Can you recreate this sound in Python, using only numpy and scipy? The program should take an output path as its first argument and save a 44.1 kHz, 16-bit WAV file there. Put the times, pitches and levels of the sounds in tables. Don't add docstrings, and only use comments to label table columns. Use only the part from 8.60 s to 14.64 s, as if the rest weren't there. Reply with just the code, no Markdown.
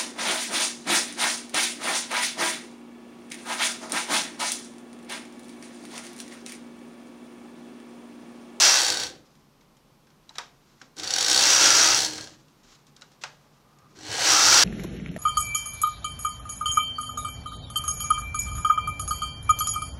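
import sys
import numpy as np
from scipy import signal
from scipy.fft import rfft, irfft, next_fast_len
from scipy.io import wavfile
from scipy.ndimage import uniform_filter1d

SR = 44100
rng = np.random.default_rng(int(sys.argv[2]) if len(sys.argv) > 2 else 0)


def wav_record(signal):
    frames = np.transpose(np.atleast_2d(signal))
    bounded = np.clip(frames, -1, 1)
    quanta = np.round(bounded * 32767).astype(np.int16)
    wavfile.write(sys.argv[1], SR, quanta)


def invert_db(x):
    u = np.asarray(x, float) / 20
    return 10 ** u


N = 266231
T = np.arange(N) / SR
SIZE = next_fast_len(N + SR)
HZ = np.maximum(np.arange(SIZE // 2 + 1) * SR / SIZE, 1)


def unit(x):
    return x / np.sqrt(np.mean(x ** 2))


def shape(points, rings=()):
    hz, db = np.transpose(points)
    out = np.interp(np.log(HZ), np.log(hz), db)
    for f, width, lift in rings:
        nearness = 1 / (1 + (2 * (HZ - f) / width) ** 2)
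        out = out + 20 * np.log10(1 + (invert_db(lift) - 1) * nearness)
    return out


def ring(x, db):
    cep = irfft(db * np.log(10) / 20, SIZE)
    cep[1:SIZE // 2] *= 2
    cep[SIZE // 2 + 1:] = 0
    return irfft(rfft(x, SIZE) * np.exp(rfft(cep)), SIZE)[:len(x)]


def bands(x, edges_hz):
    spectrum = rfft(x, SIZE)
    lows = [irfft(spectrum / (1 + (HZ / f) ** 8), SIZE)[:len(x)] for f in edges_hz]
    return np.diff([0 * x] + lows + [x], axis=0)


def walk(rate):
    k = int(SR / rate)
    held = np.repeat(rng.standard_normal(N // k + 1), k)
    return uniform_filter1d(uniform_filter1d(held, k), k)[:N]


def fade(impulses, seconds):
    return signal.lfilter([1], [1, -np.exp(-1 / (seconds * SR))], impulses)


def narrow(hz, db, width_hz):
    pole = np.exp(-np.pi * width_hz / SR)
    push = signal.lfilter([1], [1, -pole], rng.standard_normal((2, N)))
    turn = np.exp(2j * np.pi * np.cumsum(hz + 0 * T) / SR)
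    return invert_db(db) * unit(np.real((push[0] + 1j * push[1]) * turn))


def small_rings(rows):
    out = np.zeros(N)
    for s, db, hz, t60 in rows:
        t = np.maximum(T - s, 0)
        envelope = np.minimum(t * hz / 0.87, 1) * np.exp(-np.log(1000) * t / t60)
        out += invert_db(db) * envelope * np.sin(2 * np.pi * hz * t)
    return out * invert_db(4.1 * walk(120))


# f/Hz, level/dB per Hz
ROOM_TONE = [(15, -45), (25, 0), (87, -11), (149, -1.5), (229, -6.5), (354, -6), (714, -11.5), (818, -8.5),
             (936, -12.5), (1040, -9), (1740, -19.5), (5570, -23.5), (7310, -29), (14800, -31),
             (16000, -41.5)]
ROOM_TONE_DB = -59.5


def hush():
    hums = [(141, 15, 8.3), (228.5, 35, 6), (1210, 16, 1.6), (985, 37, 1.7)]
    tone = ring(rng.standard_normal(N), shape(ROOM_TONE, hums))
    *low_bands, hiss = bands(tone, (90, 190, 400, 900, 2000))
    wandering = sum(band * invert_db(1.8 * walk(1.3)) for band in low_bands)
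    return invert_db(ROOM_TONE_DB) * unit(hiss + wandering)


def far_appliance():
    middle_s, half_s, whine_hz, whine_db = 5.17, .17, 1205, -69
    swell = np.exp(-((T - middle_s) / half_s) ** 2)
    return swell * narrow(whine_hz, whine_db + 4.6 * walk(15), 30.)


# f/Hz, level/dB per Hz
SKIN_COLOUR = [(500, -23.5), (1200, -2.5), (2500, -6.5), (4000, -4), (5500, -3), (7000, -5), (8300, -17.5),
               (14000, -33)]
# start t/s, length t/s, level/dB
STROKES = [
    (1.74, 0.024, -58),
    (2.2, 0.023, -62),
    (4.033, .12, -59),
    (4.278, .015, -64),
    (4.525, .03, -64),
    (4.614, 0.017, -47.5),
]
# middle t/s, half length t/s, level/dB
RUSTLES = [
    (0.599, 0.18, -67.5),
    (1.7, 0.12, -81),
    (1.816, 0.077, -60),
    (2.155, .17, -66.5),
    (3.72, 0.088, -55.5),
    (3.95, .15, -69.5),
    (4.175, 0.059, -63.5),
    (4.48, .1, -71),
    (4.85, 0.21, -69),
    (5.36, 0.054, -66),
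]


def finger():
    resting_db, attack_s, release_s = -77.5, .006, 0.01
    grain = rng.standard_normal(N) * invert_db(3. * walk(60))
    gain = invert_db(resting_db)
    for s, half, db in RUSTLES:
        gain = gain + invert_db(db) * np.exp(-((T - s) / half) ** 2)
    for s, length, db in STROKES:
        attack = np.clip((T - s) / attack_s + .5, 0, 1)
        release = np.exp(-np.maximum(T - s - length, 0) / release_s)
        gain = gain + invert_db(db) * attack * release
    return gain * invert_db(-2.5) * unit(ring(grain, shape(SKIN_COLOUR)))


# t/s, peak level/dB, f/Hz, t60/s
LATCHES = [
    (1.693, -44, 3950, .03),
    (1.708, -45, 900, .055),
    (1.754, -42, 3950, .03),
    (4.42, -42, 3980, .022),
    (4.425, -46, 1450, .06),
    (4.6365, -24, 2650, .013),
    (2.2146, -41, 1550, .035),
]


def latches():
    return small_rings(LATCHES)


# t/s, peak level/dB,
# f/Hz, t60/s
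THUMPS = [(2.218, -52, 261, .12), (2.225, -54, 520, .07), (5.22, -55, 90, .15), (5.25, -55, 230, .13),
          (5.292, -52, 305, .085), (5.33, -56, 394, .09), (5.37, -52, 400, .07), (5.49, -35, 114, .14),
          (3.6, -41, 113, .1), (4.43, -54, 600, .05), (1.788, -41, 960, .11), (1.795, -43, 1110, .1),
          (1.79, -41, 720, .12), (3.58, -40, 1620, .1), (3.625, -43, 1600, .1)]


def hand():
    return small_rings(THUMPS)


# f/Hz, level/dB per Hz
NEEDLE_COLOUR = [(300, -23.5), (550, -3.5), (950, 0.5), (1500, 2.5), (2600, -5.5), (4000, -8), (6200, -8),
                 (8000, -12), (10000, -17), (15500, -34.5)]
# t/s, peak level/dB, knock level/dB re tick, ring f/Hz
FLICKS = [(0.6724, -64, -13, 5500), (0.7527, -55, -10, 5800), (1.0093, -53.5, -7.5, 2190),
          (1.168, -54.5, -15, 6290), (1.469, -57.5, -.5, 1670), (1.502, -55, -7, 1390),
          (1.6925, -42, -9.5, 3900), (1.7554, -42.5, -1.5, 4050), (1.7825, -23, -7, 3790),
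          (2.2151, -38.5, -7.5, 1580), (2.367, -40.5, -33, 5640), (2.385, -32.5, -33, 5900),
          (2.398, -29, -15, 3800), (2.4334, -24.5, -17, 4600), (3.5807, -29.5, -7.5, 3040),
          (3.6722, -35.5, -24, 1600), (3.883, -55, -14, 2760), (4.2672, -51, -14, 6200),
          (4.364, -42.5, -35.5, 4280), (4.411, -47.5, -7.5, 5320), (4.4195, -39, -17, 1340),
          (4.5166, -54.5, -9, 6340), (4.6364, -24, -6, 2500), (5.186, -54, -6, 6900),
          (5.5017, -40, -22, 5360)]


def flicks():
    n = 16384
    out = np.zeros(N + n)
    t = T[:n]
    t60_s = 0.032 * np.array([[3.7], [1], [1.0], [0.61], [8.6]])
    envelope = np.minimum(t / 0.00093, 1) * np.exp(-np.log(1000) / t60_s * t)
    steel = ring(rng.standard_normal(N), shape(NEEDLE_COLOUR))
    noise = np.array([unit(band) for band in bands(steel, (2900, 7300))])
    for s, db, knock_db, hz in FLICKS:
        i = int(s * SR)
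        burst = noise[:, i:i + n]
        shiver = (burst[1] + 1.18 * burst[0])[::-1]
        voices = np.vstack([burst, np.sin(2 * np.pi * hz * t), shiver])
        edge_db = -14 + 10 * np.log2(hz / 4000)
        levels = invert_db(np.array([knock_db, 0, edge_db, 0, -18.5]))
        out[i:i + n] += invert_db(db - 3.5) * (levels @ (envelope * voices))
    return out[:N]


def cams(travel):
    rattles_per_needle, loose_db, grain_s, slide_db, butt = 12., 0.5, 0.00021, 3.0, 5.
    scatter_db, jitter_s, rise_s, chatter_s = .8, .0003, .0035, .0036
    s, count = np.transpose(travel)
    passed = uniform_filter1d(np.interp(T, s, count), 2000)
    speed = np.gradient(passed) * SR + 10
    chance = rng.standard_normal((100, 2))
    whole = np.arange(0, count[-1])
    at = (np.interp(whole, count, s) + jitter_s * chance[:len(whole), 0]) * SR
    gate = np.zeros(N)
    gate[np.clip(at.astype(int), 0, N - 1)] = invert_db(scatter_db * chance[:len(whole), 1])
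    chatter = uniform_filter1d(fade(gate, chatter_s), int(rise_s * SR))
    strike = chatter / np.sqrt(np.maximum(speed, 48.) * chatter_s / 2)
    odds = rattles_per_needle * speed / SR
    knocks = (rng.random(N) < odds) * invert_db(2 * loose_db * rng.standard_normal(N)) / odds
    rattle = unit(np.sqrt(fade(knocks, grain_s)) * rng.standard_normal(N))
    slide = rng.standard_normal(N) * invert_db(slide_db + 2.0 * walk(40))
    return np.array([unit(rattle + slide) + butt * gate, strike])


# f/Hz, level/dB per Hz
NEAR_END = [(20, -59), (45, -28.5), (250, -24), (500, -14.5), (1100, -13), (1600, -8.5), (2300, -12),
            (3600, -7.5), (6000, -7), (8500, -18.5), (10000, -18.5), (11000, -29.5), (15500, -32)]
MIDDLE = [(20, -55.5), (45, -38), (250, -27.5), (600, -15.5), (1050, -16), (1400, -9), (1900, -14.5),
          (3300, -9), (5700, -2.5), (7000, -8.5), (9500, -22.5), (11500, -32), (15500, -35.5)]
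FAR_END = [(20, -43.5), (45, -14), (250, -11), (500, -9), (1100, -14.5), (1600, -7.5), (2300, -12),
           (3200, -6.5), (5900, -1.5), (8000, -10.5), (10000, -18.5), (11000, -23.5), (15500, -27.5)]
# f/Hz, level/dB per Hz
RETURN = [(20, -56), (45, -26.5), (250, -25), (600, -12), (1050, -11), (1400, -7.5), (1900, -10.5),
          (3300, -9.5), (5700, -4), (7000, -9.5), (9500, -19), (11500, -27), (15500, -31.5)]
# f/Hz, width f/Hz, level/dB
NEAR_RINGS = [(116, 19, 7), (318, 25, 2.5), (508.5, 36, 8), (780, 110, 8.5), (1547, 120, 5),
              (3870, 450, 3.5), (4500, 98, 9.5), (5675, 350, 5), (7000, 300, 4.5), (8020, 300, 6.5),
              (9700, 1200, 2)]
MIDDLE_RINGS = [(58, 10, 15), (116, 10, 14), (312, 35, 9.8), (664, 71, 3.3), (897, 68, 4.6),
                (1660, 160, 2.8), (1940, 52, 3.9), (2700, 97, 2.5), (4700, 200, 2.4), (5820, 250, 5.4)]
FAR_RINGS = [(124, 57, 4.7), (308.7, 7.5, 16), (780, 250, 6.7), (1634, 46, 5.6), (1903, 70, 2.3),
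             (2980, 47, 5.5), (4290, 320, 5.6), (5900, 100, 3.4), (7700, 260, 4.5), (9500, 420, 6.9)]


def bed(blows, near, stitches, far, way):
    places = [(near, shape(NEAR_END, NEAR_RINGS)), (stitches * (way > 0), shape(MIDDLE, MIDDLE_RINGS)),
              (far, shape(FAR_END, FAR_RINGS)), (stitches * (way < 0), shape(RETURN, MIDDLE_RINGS))]
    parts = 0
    for nearness, colour in places:
        split = bands(ring(blows, colour), (420, 2900, 8200))
        power = np.mean(split ** 2, axis=1, keepdims=True) / np.mean(blows != 0)
        parts = parts + nearness ** 0.92 * split / np.sqrt(power)
    return parts


# needle, f/Hz, level/dB re clatter
DRUM = [
    (16.964, 1440, -36),
    (26.13, 1405, -23),
    (33.73, 1385, -11),
    (40.07, 1375, -11.5),
    (41.3, 1320, -13),
    (52.27, 1290, -8.5),
    (56.78, 1260, -33.5),
]


def shell_drum(needle, loudness_db):
    at, hz, db = np.transpose(DRUM)
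    drum_db = np.interp(needle, at, db, left=-90, right=-90)
    return narrow(np.interp(needle, at, hz), loudness_db + drum_db, 90.)


# needle, level/dB re clatter
SING = [
    (34, -30),
    (42, -9),
    (51, -7),
    (55, -14),
    (61, -8),
    (64, -23),
]


def taut_needles(needle, strike, push_db):
    return strike * narrow(5800, push_db + np.interp(needle, *np.transpose(SING)), 340)


# t/s, needles passed
TRAVEL = [
    [(-.009, -1), (.247, 16), (.301, 19), (.344, 21), (.398, 23), (.434, 24), (.501, 26), (.56, 27)],
    [(2.396, 0), (2.443, 1), (2.537, 4), (2.608, 7), (2.683, 11), (3.23, 46), (3.462, 62), (3.579, 67),
     (3.673, 70)],
    [(5.366, 0), (5.433, 3), (5.5, 7), (5.608, 15), (5.66, 19), (5.943, 38), (6.041, 44)],
]
# t/s, clatter level/dB
PUSH = [
    [(0, -15.5), (0.08, -17.0), (0.17, -20), (0.26, -24), (0.43, -31.5), (0.48, -38), (0.53, -52.5),
     (0.6, -64)],
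    [(2.366, -42.5), (2.54, -24.5), (2.77, -18), (3.12, -18), (3.24, -17.5), (3.45, -25), (3.5, -34.5),
     (3.64, -41.5), (3.73, -58.5)],
    [(5.355, -55.5), (5.48, -40), (5.52, -33), (5.6, -29), (5.66, -21.5), (5.71, -18.5), (5.8, -19),
     (5.97, -14), (6.037, -16)],
]
# needle where counting starts, direction (+1 outward, -1 returning), pull of the stitches level/dB
PASSES = [
    (32, -1, -15.),
    (0, 1, -2),
    (73.9, -1, 1),
]
# table, shell, fizz, leading-cam strike, all level/dB re clatter
OUTWARD = [
    (-24.5, -10.5, -13.5, 2.5),
    (-26, -7, -12.5, -7),
    (-23, -9.5, -11.5, -1),
]
HOMEWARD = [
    (-21.5, -7.5, -10.5, -2),
    (-29.5, -8, -16, -9),
    (-20, -3, -13, -5.5),
]


def carriage():
    first_stitch, last_stitch, cam_needles, full_push_db = 20, 55, 6, -18
    db = np.interp(T, *np.transpose(np.concatenate(PUSH)))
    inside = [1. * (T >= push[0][0]) * (T <= push[-1][0]) for push in PUSH]
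    moving = np.array([uniform_filter1d(on, 600) for on in inside])
    blows, strike = sum(on * cams(travel) for on, travel in zip(moving, TRAVEL))

    current = np.argmax(moving, axis=0)
    start, way, pull_db = np.array(PASSES)[current].T
    passed = np.choose(current, [np.interp(T, *np.transpose(travel)) for travel in TRAVEL])
    needle = np.round(start) + np.sign(way) * passed
    near = np.clip(.5 + (first_stitch - needle) / cam_needles, 0, 1)
    far = np.clip(.5 + (needle - last_stitch) / cam_needles, 0, 1)
    stitches = 1 - near - far
    stretch = np.array([near, stitches, far])
    levels = np.where(way > 0, np.transpose(OUTWARD) @ stretch, np.transpose(HOMEWARD) @ stretch)
    table_db, shell_db, fizz_db, strike_db = levels

    reach = invert_db(strike_db + np.array([[-20.], [-6.], [2.5], [5.]]))
    swell = np.sqrt((1 + (reach * strike) ** 2) / (1 + reach ** 2))
    lost = full_push_db - db
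    table_db = table_db + 0.48 * lost + 3.5 * walk(14)
    share_db = np.array([table_db, shell_db + 0.042 * lost, 0 * db, fizz_db - .12 * lost])
    parts = bed(blows, near, stitches, far, way)
    clatter = np.sum(invert_db(db - 1.0 + share_db) * swell * parts, axis=0)
    drum = moving.sum(axis=0) * shell_drum(needle, db + pull_db)
    return clatter + drum + taut_needles(needle, strike, db)


# f/Hz, t60/s
ROOM_T60 = [
    (300, 0.69),
    (2000, 0.33),
    (8000, 0.25),
]


def room(x, wet_db=-7.5):
    t = T[:SR // 2]
    tail = 0
    for band, (_, t60) in zip(bands(rng.standard_normal(len(t)), (700, 4000)), ROOM_T60):
        tail = tail + band * np.exp(-np.log(1000) * t / max(t60, .05))
    tail = tail * np.minimum(t / 0.0016, 1)
    return x + invert_db(wet_db) * signal.fftconvolve(x, tail / np.sqrt(np.sum(tail ** 2)))[:N]


def scene():
    table = signal.butter(2, 48., "high", fs=SR, output="sos")
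    machine = signal.sosfilt(table, carriage())
    whine = far_appliance()
    needles = room(flicks(), wet_db=-11)
    return (room(machine + hand()) + needles + latches() + finger() + hush() + whine)[None]


def roll_off(x):
    return signal.sosfilt(signal.butter(12, 16330, fs=SR, output="sos"), x)


def record(dry):
    rounded = np.tanh(1.1 * dry) / 1.1
    top_cut = signal.ellip(10, .2, 70, 15800, fs=SR, output="sos")
    return roll_off(signal.sosfilt(top_cut, rounded))


dry = scene()
out = record(dry)
wav_record(out)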